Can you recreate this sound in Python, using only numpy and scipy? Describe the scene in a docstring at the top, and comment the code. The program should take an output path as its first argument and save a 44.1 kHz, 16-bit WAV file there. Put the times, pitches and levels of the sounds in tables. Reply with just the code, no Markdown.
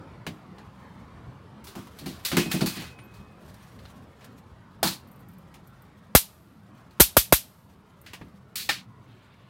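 """Small hard room: an electric fly racket sparks four times close to a microphone.
Sparks are noise cracks and jolts in dense reflections, a weak arc leading the second; the overloaded
microphone answers each of the four with a low whomp that glides down, a sine of falling pitch.
Gloved hands snap and knock a plastic box and a metal lid: noise clicks and dying modes. Drifting noise makes
tarp rustle, sleeve and low hum; random clicks tick, wavering sines squeak. Gain control ducks, peaks clip."""
import sys
import numpy as np
from scipy import signal
from scipy.fft import rfft, irfft
from scipy.io import wavfile
from scipy.ndimage import uniform_filter1d

SR = 44100
rng = np.random.default_rng(int(sys.argv[2]) if len(sys.argv) > 2 else 0)


def waveform_to_disk(signal):
    """Save audio, clipped to [-1, 1], as 16-bit WAV at the path in sys.argv[1]."""
    frames = np.transpose(np.atleast_2d(signal))
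    scaled = np.clip(frames, -1, 1) * 32767
    samples = np.round(scaled).astype(np.int16)
    wavfile.write(sys.argv[1], SR, samples)


N = 418509


def gain_of(db):
    """Decibels to amplitude gain."""
    return 10 ** (np.asarray(db) / 20)


def evened(x):
    """Scales to rms 1."""
    return x / np.sqrt(np.mean(x ** 2) + 1e-20)


def read(points, hz):
    """Interpolates a table on a log-frequency axis."""
    f, value = np.transpose(points)
    return np.interp(np.log(hz + 1), np.log(f + 1), value)


def add(mix, s, sound):
    """Mixes a sound in at time s, cut at the end of the mix."""
    part = mix[round(s * SR):][:len(sound)]
    part += sound[:len(part)]


def click_in_room(colour, rise_s, lasting, grain_db, late_db, late_t60):
    """A click heard through dense reflections: coloured noise, each band decaying at its own rate."""
    # room decay before the factor lasting: f/Hz, t60/s
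    room = [(300, 0.07), (700, 0.06), (1400, .11), (3000, .19), (6000, 0.18), (11000, 0.16), (15500, 0.14)]
    far_dull_db_per_octave = -3  # the long way round the room dulls the late tail
    t = np.arange(22050) / SR
    hz = np.fft.rfftfreq(len(t), 1 / SR)
    white, lumps = rng.standard_normal((2, len(t)))
    noise = rfft(white) * gain_of(read(colour, hz))
    noise /= np.sqrt(2 * np.sum(abs(noise) ** 2)) / len(t)
    out = np.zeros(len(t))
    for share, (centre_hz, t60) in zip(np.eye(len(room)), room):
        weights = read([(f, w) for (f, _), w in zip(room, share)], hz)
        band = irfft(noise * weights, len(t))
        early = gain_of(-60 * t / t60 / lasting)
        # a slower tail returns from the far end of the room
        dull_db = far_dull_db_per_octave * np.log2(centre_hz / 6000)
        late = gain_of(late_db + dull_db - 60 * t / late_t60)
        out += band * (early + late)
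    # early echoes arrive in uneven clumps
    clump_db = grain_db * evened(uniform_filter1d(lumps, size=120)) * np.exp(-t / 0.03)
    return out * gain_of(clump_db) * (1 - np.exp(-t / rise_s))


def ring(modes, rise_s):
    """Struck body: exponentially dying sines with random phases."""
    t = np.arange(2 * SR) / SR
    out = np.zeros(len(t))
    for hz, db, t60 in modes:
        out += gain_of(db - 60 * t / t60) * np.sin(2 * np.pi * (hz * t + rng.random()))
    return (1 - np.exp(-t / rise_s)) * out


def drifting_noise(colour, level_db, patchy_db, flicker_db, size):
    """Random short-time spectra with drifting patches and a flicker shared by all bands."""
    frames, hz = 4 * N // size + 5, np.fft.rfftfreq(size, 1 / SR)
    a, b, patches = rng.standard_normal((frames, len(hz), 3)).T
    patches = uniform_filter1d(patches, size=6, axis=0)  # along frequency
    patches = evened(uniform_filter1d(patches, size=10, axis=1))  # along time
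    flicker = evened(uniform_filter1d(rng.standard_normal(frames), size=8))
    bin_db = read(colour, hz)[:, None] + patchy_db * patches + flicker_db * flicker
    spectra = (a + 1j * b) * gain_of(bin_db)
    noise = evened(signal.istft(spectra, nperseg=size, noverlap=size - size // 4)[1][:N])
    return noise * gain_of(np.interp(np.arange(N) / SR, *np.transpose(level_db)))


def hum():
    """Low room hum: broad noise, strongest near 75 Hz, drifting slightly."""
    # hum spectrum: f/Hz, relative density/dB
    colour = [(24, -38.5), (40, -16), (75, 1.5), (140, -5), (230, -5), (312, -11.5), (800, -17.5),
              (1080, -14), (1400, -19.5), (2000, -25.5), (2700, -30), (4570, -36.5), (6020, -43),
              (11000, -49), (16000, -57.5)]
    # hum course: t/s, level/dB
    level = [(0.0, -47), (9.49, -55)]
    return drifting_noise(colour, level, 2.6, 0.55, size=2048)


def drones():
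    """Noise swelling and sinking by chance in two narrow low room resonances."""
    # resonances: f/Hz, width/Hz, mean level/dB
    modes = [(119, 21, -61), (187, 50, -60)]
    waver_rms_db = 4.5
    out, times_s = np.zeros(N), np.arange(0, 10, .1)
    for hz, width, db in modes:
        peak = [(hz - 3 * width / 2, -80), (hz - width / 2, 0),
                (hz + width / 2, 0), (hz + 3 * width / 2, -80)]
        waver = evened(uniform_filter1d(rng.standard_normal(len(times_s)), size=3))
        level = list(zip(times_s, db + waver_rms_db * waver))
        out += drifting_noise(peak, level, 0, 0, size=4096)
    return out


def rustle():
    """Tarp and sleeves moving: flickering patchy noise under a level curve."""
    # rustle spectrum: f/Hz, relative density/dB
    colour = [(590, -26.5), (1000, -6), (2280, -9.5), (2780, -11.5), (3050, -8.5), (6700, -16),
              (13300, -18.5), (16000, -22)]
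    # rustle course: t/s, level/dB
    level = [(0.0, -89), (0.53, -77), (0.85, -70), (1.62, -87), (1.84, -61), (2.3, -51.5), (2.43, -42.5),
             (2.8, -44), (2.92, -75), (3.2, -64.5), (3.33, -73), (3.5, -60), (3.92, -62.5), (4.1, -73),
             (4.2, -65.5), (4.5, -76), (5.7, -70.5), (6.102, -74), (8.099, -67), (8.6, -76), (9.49, -73)]
    return drifting_noise(colour, level, 2.2, 3.2, size=512)


def sleeve():
    """A sleeve brushes softly as the hands reach in: mid-band noise with little flicker."""
    # brush spectrum: f/Hz, relative density/dB
    colour = [(900, -30), (1500, -3), (2600, 0.1), (4200, -6), (6500, -26), (16000, -45)]
    # brush course: t/s, level/dB
    level = [(8.95, -95), (9.1, -66), (9.3, -65.5), (9.49, -66.5)]
    return drifting_noise(colour, level, 2.2, 1.2, size=1024)


def ticks():
    """Racket waved: sparse random clicks of uneven size and set louder mesh ticks, with a short room tail."""
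    # random ticks: t/s, rate/(1/s), none below zero
    tick_rate = [(4.95, 0), (5.0, 40), (5.7, -9)]
    # tick spectrum: f/Hz, relative density/dB
    colour = [(5000, -28), (8500, -2), (11000, -3), (14000, 8), (16000, -3.5)]
    # louder mesh ticks: t/s, level/dB
    mesh_ticks = [(5.116, -52), (5.286, -51), (5.384, -54), (5.674, -51), (5.821, -53), (8.015, -47)]
    least_db = -59.5
    chance, size = rng.random(N), rng.exponential(1, N)
    rate = np.interp(np.arange(N) / SR, *np.transpose(tick_rate))
    train = (chance < rate / SR) * gain_of(least_db + 1.9 * np.minimum(size, 4))
    for s, db in mesh_ticks:
        add(train, s, gain_of([db]))
    return signal.oaconvolve(train, click_in_room(colour, 0.00025, 0.13, 1.5, -12, 0.19))[:N]


def squeaks():
    """Thin glove squeaks: short high sines with randomly wavering pitch."""
    # squeaks: t/s, length/s, mean f/Hz, level/dB
    whistles = [(2.978, 0.053, 9200, -61.5), (3.03, 0.04, 13200, -61)]
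    out = np.zeros(N)
    for s, length_s, hz, db in whistles:
        waver = evened(uniform_filter1d(rng.standard_normal(8820), size=200))[:round(length_s * SR)]
        turns = np.cumsum(hz * (1 + 0.014 * waver)) / SR
        window = signal.windows.tukey(len(turns), .5)
        add(out, s, gain_of(db) * np.sin(2 * np.pi * turns) * window)
    return out


def snaps():
    """Plastic, clips and tarp snap: tilted noise clicks; drawn-out ones scrape, then die faster."""
    # snaps: t/s, level/dB, decay factor, tilt/(dB/octave), body below 1.5 kHz/dB, bite at 4-5 kHz/dB
    events = [(0.266, -30, 0.69, -4.5, -4.5, -2.1), (0.583, -48.5, 0.65, -4.5, -1.5, 3),
              (1.641, -47, 1.7, 3.5, 5, 0.1), (1.669, -42.5, 1.6, 1, 6, 2),
              (1.752, -40.5, 2.7, -0.6, 12, -4), (1.871, -43.5, 0.47, -0.5, 16, 0.1),
              (1.987, -41, 0.97, 0.5, -4, 5), (2.059, -38.5, 2.4, -0.4, -1, 2.5),
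              (2.249, -24.5, 1.8, 2.5, -1, 4), (2.316, -27.5, 1.7, -4, -3.5, 0.1),
              (2.368, -19, 1.5, -2, -4, -3.5), (2.514, -25.5, 1.8, 0.1, -1.5, -1.5),
              (2.608, -26, 0.99, -2.5, 3, 5), (2.66, -27, 1.77, 2, 5, 3.5),
              (2.771, -38.5, 3.1, -6.5, -17, 7), (2.819, -40.5, 2.45, -2.5, 0.5, -6),
              (2.988, -45.5, 0.69, -9.5, -17, -5), (3.138, -55, 1.4, 0.1, 5, 3),
              (3.542, -51, 0.23, 2.5, 9, 0.1), (3.789, -49, 0.64, -5, 1, 7),
              (3.853, -45.5, 0.5, -4.5, 0, 6), (4.208, -55, 2.3, -6.5, -17, 0.1),
              (4.243, -45.5, 0.53, -0.3, 5, -5), (4.38, -59, 0.5, 3, 0.9, 2),
              (4.829, -18.5, 2.16, 2, 16, 4.5), (4.872, -22, 0.67, 2.5, 13, 7),
              (5.541, -49.5, 0.8, -2.5, -16, -3), (6.908, -59, 0.6, 0.1, 1.8, 5),
              (8.062, -45, 1.55, -5, -15, -1), (8.133, -35, 0.76, -3.5, -4, -6),
              (8.213, -33.5, 0.54, -12.5, -10.5, 0.1), (8.556, -28.5, 2.6, 2.5, -10.5, 1.5),
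              (8.598, -35, 1.2, -3, -20, 12), (8.69, -21, 1.32, -3.5, -8, 1.5)]
    # common snap spectrum: f/Hz, relative density/dB
    base_colour = [(250, -55), (900, -46), (2000, -46.5), (3200, -48), (4300, -46.5), (5600, -51),
                   (8000, -53.5), (13000, -54)]
    scrape_s, let_go_db_per_s = 0.11, 200
    out, t = np.zeros(N), np.arange(22050) / SR
    near = 1 + 0.2 * np.exp(-t / 0.00034)  # direct tick stands out of its echoes
    for s, db, lasting, tilt_db, body_db, bite_db in events:
        colour = []
        for hz, density_db in base_colour:
            tilted_db = density_db + tilt_db * np.log2(hz / 4500)
            colour.append((hz, tilted_db + body_db * (hz < 1500) + bite_db * (4000 < hz < 5000)))
        let_go = gain_of(-let_go_db_per_s * np.maximum(t - scrape_s, 0) * (lasting > 1.2))
        click = click_in_room(colour, 1 / 2000, lasting, 1.1, -33.0, 0.68)
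        add(out, s, gain_of(db) * near * let_go * click)
    return out


def knocks():
    """Knocks on the hollow box: its modes ring and loose contents rattle as slow-rising noise."""
    # knocks: t/s, relative level/dB, mode pitch factor
    blows = [(0.27, -28.5, 0.88), (1.761, -31, 0.98), (2.01, -33.5, 0.8), (2.06, -27, 0.94),
             (2.328, -20.5, 1), (2.369, -13, 0.99), (2.457, -24, 0.91), (2.54, -18, 0.91),
             (2.615, -15, 0.94), (2.768, -30, 0.88), (4.835, -22.5, 0.93), (8.212, -38, 0.9),
             (8.693, -41.5, 0.97)]
    # box modes before the pitch factor: f/Hz, relative level/dB, t60/s
    box = [(100, -14, 0.15), (168.6, -1.5, 0.23), (201.6, 1, 0.28), (277, -8, 0.34), (353.5, -2.5, 0.29),
           (413, -5.5, 0.12), (577, -32.5, 0.3), (688, -12.5, 0.15), (805, -9.5, 0.1)]
    # rattle spectrum: f/Hz, relative density/dB
    rattle_colour = [(60, -2.5), (120, 5), (250, 11), (500, -3.5), (900, -11.5), (1600, -36)]
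    out = np.zeros(N)
    for s, db, factor in blows:
        modes = [(hz * factor, mode_db, t60) for hz, mode_db, t60 in box]
        add(out, s, gain_of(db - 6.0) * ring(modes, 0.003))
        add(out, s, gain_of(db - 5.0) * click_in_room(rattle_colour, 0.016, 3.0, 1.8, -29, 0.34))
    return out


def racket_blows():
    """Blows on the plastic racket frame: short-lived modes."""
    # frame modes: f/Hz, relative level/dB, t60/s
    frame = [(817, -9, 0.037), (1800, -6.5, 0.058), (2370, -7, 0.045), (2850, -14.5, 0.031),
             (3700, -7.5, 0.035), (4274, -5.5, 0.021)]
    # blows: t/s, relative level/dB
    blows = [(4.832, -28), (4.873, -30), (8.693, -11.5)]
    out = np.zeros(N)
    for s, db in blows:
        add(out, s, gain_of(db) * ring(frame, 0.00085))
    return out


def lid():
    """Metal lid struck once: long high modes, stopped by a hand."""
    # lid modes: f/Hz, level/dB, t60/s
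    modes = [(2532, -39, 2.), (2549, -50, 2.), (4000, -56, 1.2)]
    blow_s, held_s, held_db_per_s = 2.369, 3.37, 300
    out = np.zeros(N)
    tone = ring(modes, 0.0018)
    since_held_s = np.maximum(np.arange(len(tone)) / SR + blow_s - held_s, 0)
    add(out, blow_s, tone * gain_of(-held_db_per_s * since_held_s))
    return out


def sparks():
    """A bright crack fills the room, the frame jolts; the overloaded microphone adds a down-gliding whomp."""
    # sparks: t/s, crack/dB, jolt/dB, whomp/dB, whomp start f/Hz, glide/s, whomp t60/s
    events = [(6.1503, -7.5, -8, -0.2, 831, 0.0027, .05), (7.003, -6, -6, -5.5, 510, 0.006, 0.095),
              (7.1672, -6.5, -4, -1.5, 753, .0062, .07), (7.324, -7, -1.5, -1, 698, 0.0056, 0.061)]
    # weaker arc just ahead of the second spark, no whomp: t/s, crack/dB, jolt/dB
    first_arc = (6.999, -15.5, -9.5)
    # crack spectrum: f/Hz, relative density/dB
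    crack_colour = [(300, -38.5), (600, 1.5), (1100, -2.5), (2000, -7.5), (3800, -2), (6600, -4),
                    (10000, 0), (13800, 5), (16500, -10)]
    # jolt spectrum: f/Hz, relative density/dB
    jolt_colour = [(100, -10.5), (300, 7.5), (700, 2.5), (1300, 2.5), (2200, -5.5), (4000, -22)]
    whomp_end_hz = 50
    out, t = np.zeros(N), np.arange(22050) / SR
    near = 1 + 0.14 * np.exp(-t / 0.11)  # direct sound and nearest surfaces come strongest
    for s, crack_db, jolt_db in [first_arc] + [row[:3] for row in events]:
        crack = near * click_in_room(crack_colour, 0.00071, 1, 0.52, -41, 1.0)
        jolt = click_in_room(jolt_colour, 0.00027, 0.45, 2.1, -60.5, .3)
        add(out, s, gain_of(crack_db) * crack)
        add(out, s, gain_of(jolt_db) * jolt)
    # the microphone's answer to each spark
    for s, _, _, whomp_db, from_hz, glide_s, t60 in events:
        pitch_hz = whomp_end_hz + (from_hz - whomp_end_hz) * np.exp(-(t / glide_s) ** 2)
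        turns = np.cumsum(pitch_hz) / SR
        add(out, s, gain_of(whomp_db - 60 * t / t60) * np.sin(2 * np.pi * turns))
    return out


def scene():
    """All sources summed at one microphone."""
    background = hum() + drones() + rustle() + sleeve()
    handling = ticks() + squeaks() + snaps() + knocks() + racket_blows() + lid()
    return (background + handling + sparks())[None]


def record(dry):
    """Bass loss, then gain control falling just after loud sound and recovering slowly, overload, band limit."""
    threshold_db, recovery_db_per_s, duck_ratio, lag_s = -19.0, 20.5, 0.34, .045
    edge_hz = 15950
    dry = signal.lfilter(*signal.butter(2, 48, "high", fs=SR), dry)  # microphone loses deep bass
    power_db = 10 * np.log10(abs(uniform_filter1d(dry[0] ** 2, size=400)) + 1e-12)
    # peak hold, sinking at a steady rate
    fall_db = np.arange(N) * recovery_db_per_s / SR
    held_db = np.maximum.accumulate(power_db + fall_db) - fall_db
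    over_db = np.maximum(held_db - threshold_db, 0)
    lag = np.exp(-1 / (lag_s * SR))
    duck_db = duck_ratio * signal.lfilter([1 - lag], [1, -lag], over_db)
    clipped = np.clip(dry / gain_of(duck_db), -1, 1)
    low_pass = signal.firwin(511, edge_hz, window=("kaiser", 9), fs=SR)
    out = signal.oaconvolve(clipped, low_pass[None], "same")
    return np.clip(out, -1, 1)


dry = scene()
out = record(dry)
waveform_to_disk(out)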